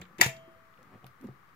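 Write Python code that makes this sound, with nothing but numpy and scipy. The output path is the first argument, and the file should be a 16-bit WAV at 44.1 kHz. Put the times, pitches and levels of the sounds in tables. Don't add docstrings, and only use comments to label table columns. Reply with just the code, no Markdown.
import sys
import numpy as np
from scipy import signal
from scipy.fft import rfft, irfft
from scipy.io import wavfile
from scipy.ndimage import uniform_filter1d

SR = 44100
rng = np.random.default_rng(int(sys.argv[2]) if len(sys.argv) > 2 else 0)


def undo_db(level):
    steps = np.asarray(level, float) / 20
    return 10 ** steps


def waveform_to_disk(signal):
    frames = np.transpose(np.atleast_2d(signal))
    scaled = np.clip(frames, -1, 1) * 32767
    samples = np.round(scaled).astype(np.int16)
    wavfile.write(sys.argv[1], SR, samples)


N = 68355

# f/Hz, level/dB, t60/s, left-right/dB
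LID_MODES = [(900, -19.5, 0.055, 5.5), (1716, -5.5, 0.15, 1), (1992, -3.5, 0.066, 7.5),
             (2260, -11, 0.17, -1.5), (2545, -8, 0.025, 2.5), (3545, -10.5, 0.0442, -0.5),
             (4714, -6, 0.025, 0.5), (5600, -10.5, 0.029, 6), (6330, -8, 0.012, 14),
             (7316, -8, 0.039, 10.5), (11535, -12, 0.015, 8.5), (14350, -15, 0.022, 5.5),
             (1285, -23.5, 0.012, 2.5)]


def evened(x):
    return x / np.sqrt(np.mean(x ** 2) + 1e-20)


def read(points, hz):
    f, value = np.transpose(points)
    return np.interp(np.log(hz + 1), np.log(f + 1), value)


def curve(points):
    s, db = np.transpose(points)
    return undo_db(np.interp(np.arange(N) / SR, s, db, left=-200, right=-200))


def add(mix, s, sound):
    part = mix[:, max(round(s * SR), 0):][:, :sound.shape[-1]]
    part += sound[..., :part.shape[1]]


def colour(x, gain):
    return irfft(rfft(x) * gain(np.fft.rfftfreq(x.shape[-1], 1 / SR)), x.shape[-1])


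def low_cut(hz, corner_hz):
    return (hz / np.hypot(hz, corner_hz)) ** 2


def ring(modes, t, phase, lean=np.ones((2, 1))):
    hz, db, t60 = np.transpose(modes)[:, :, None]
    waves = np.sin(2 * np.pi * hz * t + phase[:, :, None])
    return (lean[:, :, None] * undo_db(db - 60 * t / t60) * waves).sum(1)


def detuned(modes, share):
    return [(hz * (1 + share * rng.standard_normal()), db, t60) for hz, db, t60, _ in modes]


def clicks(per_s, spread_db):
    chance, side, size = rng.random((3, N))
    heights = np.sign(side - .5) * undo_db(-spread_db * np.log(size + 0.0049))
    return evened((chance < per_s / SR) * heights)


def crack(t, db, t60):
    return np.diff(rng.standard_normal((2, len(t) + 1))) * undo_db(db - 60 * t / t60)


def catch():
    # t/s, level/dB, left-right/dB
    snaps = [
        (.2128, -3.5, 1.5),
        (0.2138, -11.5, 0.5),
        (.2150, -10.5, -1.5),
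        (.2172, -14.5, -5.5),
        (0.2199, -24.5, -4.5),
        (.0155, -41, -0.5),
        (.1835, -44, 5.5),
    ]
    choke_s, choke_t60 = .0052, .006
    out, t = np.zeros((2, N)), np.arange(2000) / SR
    base = rng.uniform(0, 2 * np.pi, (2, len(LID_MODES)))
    lean = undo_db(np.outer([.5, -.5], np.transpose(LID_MODES)[3]))
    for s, db, pan_db in snaps:
        phase = base + 0.14 * rng.standard_normal(base.shape)
        hit = ring(detuned(LID_MODES, 0.012), t, phase, lean)
        hit = hit * undo_db(-60 * np.maximum(t - choke_s, 0) / choke_t60)
        hit = hit + crack(t, -7, 0.011)
        sides = undo_db([[db + pan_db / 2], [db - pan_db / 2]])
        add(out, s, .5 * hit * np.minimum(t / 0.00015, 1) * sides)
    return out


def coin():
    # t/s, force/dB
    scrape = [
        (.183, -68),
        (.185, -48.5),
        (.197, -57),
        (.2070, -38.5),
        (.2088, -28.5),
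        (.236, -28.5),
        (.256, -35),
        (.264, -31.5),
        (.31, -56.5),
    ]
    # f/Hz, level/dB
    grit_tone = [(200, -41.5), (650, -10.5), (1400, -7), (2200, -9), (3500, -11), (7000, -28), (13000, -21),
                 (16000, -35)]
    slips_per_s, spots, full_force_db, grit_law = 3000, 8, -27.5, 2.4
    t, force = np.arange(1500) / SR, curve(scrape)
    body, gate = 0, 0
    for spot in range(spots):
        slips = clicks(slips_per_s / spots, 3.)
        phase = rng.uniform(0, 2 * np.pi, (2, len(LID_MODES)))
        shape = undo_db(-60 * t / 0.064) * ring(detuned(LID_MODES, .14), t, phase)
        shape = shape / np.linalg.norm(shape)
        body = body + signal.oaconvolve((force * slips)[None], shape, axes=1)[:, :N] / 2
        gate = gate + abs(slips)
    grit = rng.standard_normal((2, N)) * (.4 + uniform_filter1d(gate, size=30))
    grit = evened(colour(grit, lambda hz: undo_db(read(grit_tone, hz))))
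    grit = grit * force * (force / undo_db(full_force_db)) ** grit_law
    return (undo_db(-2.5) * body + undo_db(0.5) * grit) * undo_db([[1.2], [-1.2]])


def bounces():
    # t/s, level/dB, brightness/(dB per octave)
    hits = [(0.1875, -38.5, -2.5), (0.199, -28, -9), (.2050, -41.5, 3), (.2088, -31, 2.5),
            (0.2106, -26.5, -0.5), (.2215, -22, 1.5), (.2247, -20.5, -1), (.2278, -29.5, -2),
            (.2312, -17, -2), (.2339, -24, -3.5), (.2364, -28, 1), (0.2382, -26.5, 3), (0.247, -30, 1),
            (.2489, -29.5, -1), (.2530, -31, 2), (.2617, -27, 4.5), (.2633, -32, 3.5), (0.266, -33.5, 0),
            (0.276, -38, -2.5), (0.278, -37.5, -3), (.2867, -37, -4.5), (.2933, -34, 0.5),
            (.3020, -40, 1.5)]
    # f/Hz, level/dB, t60/s
    wall = [(630, -13.5, 0.01), (950, -11.5, 0.027), (1726, 0, 0.015), (2045, -4, .025), (2170, -3.5, .06),
            (2344, -3, 0.068), (2480, -7.5, 0.03), (2660, -5.5, 0.072), (3000, -6, 0.054),
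            (3630, -6.5, .035), (4052, -9, 0.034), (5430, -13, .025), (6100, -11.5, .025),
            (7060, -11.5, 0.037)]
    detune, mode_spread_db = 0.015, 4
    out, t = np.zeros((2, N)), np.arange(4000) / SR
    hz, db, t60 = np.transpose(wall)
    for s, hit_db, tilt_db in hits:
        off, mix, phase, turn = rng.standard_normal((4, len(wall)))
        mode_db = db + mode_spread_db * mix + tilt_db * np.log2(hz / 2000)
        modes = np.transpose([hz * (1 + detune * off), mode_db, t60])
        hit = ring(modes, t, 3 * phase + np.outer([0, 2.2], turn))
        hit = hit + crack(t, -4.5 + 2 * tilt_db, .012)
        add(out, s, hit * np.minimum(t / 0.00032, 1) * undo_db(hit_db - 10.0))
    return out


def tin():
    # f/Hz, level/dB, t60/s
    partials = [(656.6, 0, 1.1), (2240, -10, 0.58), (2980, -16.5, 0.87), (3210, -11.5, 0.71),
                (4813, -20, 0.27)]
    start_s, rise_s, held_s, stop_t60 = 0.27, 0.025, 0.83, 0.058
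    out, t = np.zeros((2, N)), np.arange(SR) / SR
    phase = rng.uniform(0, 7.8, len(partials)) + np.outer([0, 1], np.transpose(partials)[0] / 700)
    sound = undo_db(-45) * ring(partials, t, phase) * np.minimum(t / rise_s, 1)
    grip = undo_db(-60 * np.maximum(t + start_s - held_s, 0) / stop_t60)
    add(out, start_s, sound * grip)
    return out


def knocks():
    # t/s, level/dB, f/Hz, t60/s
    blows = [(0, -46, 179.2, 0.26), (.004, -44.5, 82, 0.15), (0.016, -39.5, 335, 0.028),
             (0.207, -22.5, 194, 0.026), (.224, -33, 124, 0.11), (.238, -36.5, 657, 0.15),
             (.186, -34, 154, 0.02), (.143, -48, 225, 0.049), (.193, -30, 353, 0.068),
             (.2235, -19.5, 900, 0.024), (0.213, -27, 372, 0.051), (.2165, -18.5, 706, 0.026),
             (0.2612, -20.5, 127.4, 0.082), (.2216, -38, 2480, 0.13), (.2248, -26.5, 2705, 0.1),
             (.2312, -28.5, 2170, 0.1), (.262, -30.5, 470, 0.031), (0.2843, -34.5, 131, 0.09),
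             (0.3138, -55, 129.3, 0.28), (0.348, -48, 137, 0.31), (0.477, -46.5, 347, 0.063),
             (0.559, -58.5, 503.6, 0.096), (0.788, -55, 507.6, 0.07), (0.935, -49, 296, 0.022),
             (0.936, -51, 111, 0.18), (0.953, -46.5, 253, 0.036), (1.0402, -41, 129.6, 0.11),
             (1.043, -36, 710, 0.011), (1.056, -48, 130, 0.17), (1.227, -42, 284, 0.13),
             (1.2431, -30, 300, 0.032), (1.2505, -27, 240, 0.031), (1.2585, -35, 170, 0.042),
             (1.269, -44.5, 200, 0.066), (1.314, -49, 130, 0.039), (1.2868, -33, 365, 0.02),
             (1.2865, -37.5, 730, 0.01), (1.292, -36.5, 132, 0.14), (1.208, -47, 262.7, 0.15)]
    rise_s, partner_ratio, partner_db, lag_s = 0.00054, 1.3, -16, .00006
    out, t = np.zeros((2, N)), np.arange(SR // 2) / SR
    for s, db, hz, t60 in blows:
        lag = 2 * np.pi * hz * lag_s * np.array([[1.5, 0], [-1.5, -2]])
        modes = [(hz, db, t60), (hz * partner_ratio, db + partner_db, t60 * 0.37)]
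        add(out, s, ring(modes, t, lag) * (1 - np.exp(-t / (rise_s + 0.17 / hz))))
    return out


def ticks():
    # t/s, level/dB, centre f/Hz, width/octaves, t60/s
    taps = [(0, -55, 9000, 3.3, 0.0024), (.014, -47, 7250, 0.24, 0.0088), (0.012, -62.5, 13000, 1, 0.06),
            (.0165, -41, 1930, .4, 0.031), (.038, -56, 2030, 0.43, 0.033), (0.0528, -50, 2290, 1.2, 0.023),
            (0.018, -52, 3350, 0.47, 0.092), (.365, -53.5, 3600, 1.4, 0.04),
            (0.7394, -62, 2740, 0.82, 0.022), (0.7753, -60, 2500, .6, 0.022),
            (.791, -62.5, 3000, 3.3, 0.0077), (0.8293, -55.5, 3960, 4.06, 0.013),
            (.937, -69, 2430, 1.1, .02), (.951, -72, 2800, 0.82, 0.018), (1.0434, -50.5, 2860, 0.67, 0.014),
            (1.0433, -59, 8000, 3.7, .012), (1.0647, -51.5, 12500, 0.55, 0.011),
            (1.066, -63, 12600, 0.66, 0.064), (1.0664, -49, 2570, 2.3, 0.02),
            (1.071, -68.5, 3900, 0.72, 0.077), (1.212, -57, 8500, 3.2, 0.016),
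            (1.216, -70, 13200, 0.32, .3), (1.239, -69.5, 6000, 1.97, 0.11), (.2615, -40.5, 11000, 1.5, .1),
            (1.2698, -60.5, 9000, 2.2, 0.017), (1.269, -72.5, 4080, 0.41, 0.13),
            (1.49, -65, 2490, 1.26, 0.035)]
    out, t = np.zeros((2, N)), np.arange(4096) / SR
    for s, db, centre_hz, octaves, t60 in taps:
        def tone(hz):
            distance = np.log2((hz + 1) / centre_hz) / octaves
            return np.exp(-distance ** 2 * 2) / np.sqrt(hz + 200)
        burst = evened(colour(rng.standard_normal((2, len(t))), tone))
        add(out, s, burst * undo_db(db - 60 * t / t60) * np.minimum(t / 0.00031, 1))
    return out


def rub():
    # t/s, pressure/dB
    pressure = [(0, -47.5), (.06, -69), (.12, -65), (.48, -64.5), (.74, -77.5), (.8, -61), (.9, -62.5),
                (.95, -52.5), (1, -75), (1.05, -55), (1.12, -75.5), (1.19, -68.5), (1.24, -54),
                (1.31, -66.5), (1.36, -71), (1.55, -72.5)]
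    # f/Hz, level/dB
    rub_tone = [(40, -29), (120, 0), (380, -9), (1000, -16), (2500, -25), (5000, -45.5), (15000, -56)]
    grains_per_s, same = 290, .9
    a = clicks(grains_per_s, 2.0) + .8 * rng.standard_normal(N)
    b = clicks(grains_per_s, 4.3)
    pair = np.array([a, same * a + np.sqrt(1 - same ** 2) * b])
    return curve(pressure) * evened(colour(pair, lambda hz: undo_db(read(rub_tone, hz))))


def air():
    # f/Hz, level/dB
    air_tone = [(20, -11), (70, 2), (200, -8), (600, -18.5), (1500, -16.5), (3500, -24.5), (9000, -34.5),
                (14000, -28.5)]
    # f/Hz, share
    likeness = [(60, 0.56), (380, 0.25), (2380, 0.063), (15000, 0.021)]
    # f/Hz, left-right/dB
    air_lean = [(150, -2.5), (500, 0.5), (1000, 8.5), (2300, 9.5), (4000, -2), (15000, 1.5)]
    # f/Hz, width/Hz, level/dB
    fan = [(1186, 190, 9.3), (1290, 630, 5.1), (1940, 500, 5.6)]
    frames, hz = N // 256 + 5, np.fft.rfftfreq(1024, 1 / SR)
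    a, b, c, d, patches = rng.standard_normal((frames, 513, 5)).T
    patches = uniform_filter1d(uniform_filter1d(patches, size=8, axis=0), size=8, axis=1)
    same, left = read(likeness, hz)[:, None], a + 1j * b
    z = np.array([left, same * left + np.sqrt(1 - same ** 2) * (c + 1j * d)])
    tone_db = read(air_tone, hz) + sum(db * np.exp(-((hz - f) / w) ** 2) for f, w, db in fan)
    lean_db = np.outer([.5, -.5], read(air_lean, hz))
    z *= undo_db((tone_db + lean_db)[:, :, None] + 0.52 * evened(patches))
    return undo_db(-60) * evened(signal.istft(z, nperseg=1024, noverlap=768)[1][:, :N])


def room(x):
    # f/Hz, t60/s
    decay = [(200, 0.24), (1000, 0.26), (4000, 0.25), (12000, 0.24)]
    taps = np.zeros((2, SR // 2))
    at = np.arange(120, SR // 2 - 20, 20)
    at = at + rng.integers(0, 20, (2, len(at)))
    np.put_along_axis(taps, at, rng.choice([-1., 1.], at.shape), 1)
    hz, t, z = signal.stft(taps, SR, nperseg=256)
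    tail = signal.istft(z * undo_db(-60 * t / read(decay, hz)[:, None]), SR, nperseg=256)[1]
    return signal.fftconvolve(x, tail / np.linalg.norm(tail[0]), axes=1)[:, :N]


def scene():
    sharp = catch() + coin() + ticks() + bounces()
    soft = knocks() + rub()
    metal = tin()
    sharp = sharp + undo_db(-13) * room(sharp)
    mid = sharp.mean(0)
    sharp = mid + colour(sharp - mid, lambda hz: low_cut(hz, 900))
    echo = colour(room(soft) + room(soft)[0], lambda hz: low_cut(hz, 220))
    return sharp + soft + metal + undo_db(-8.5) * echo + air()


def top_cut(x):
    return signal.sosfilt(signal.butter(12, 16480, fs=SR, output="sos"), x)


def record(dry):
    low_cut_hz, top_hz = 48, 15600

    def limits(hz):
        return (hz / np.hypot(hz, low_cut_hz)) ** 3 * np.clip((top_hz - hz) / 300 + 1, .06, 1)
    band = colour(dry, limits)
    mix = 1.164 * np.tanh(band / 1.116) - .0005
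    return top_cut(mix)


dry = scene()
out = record(dry)
waveform_to_disk(out)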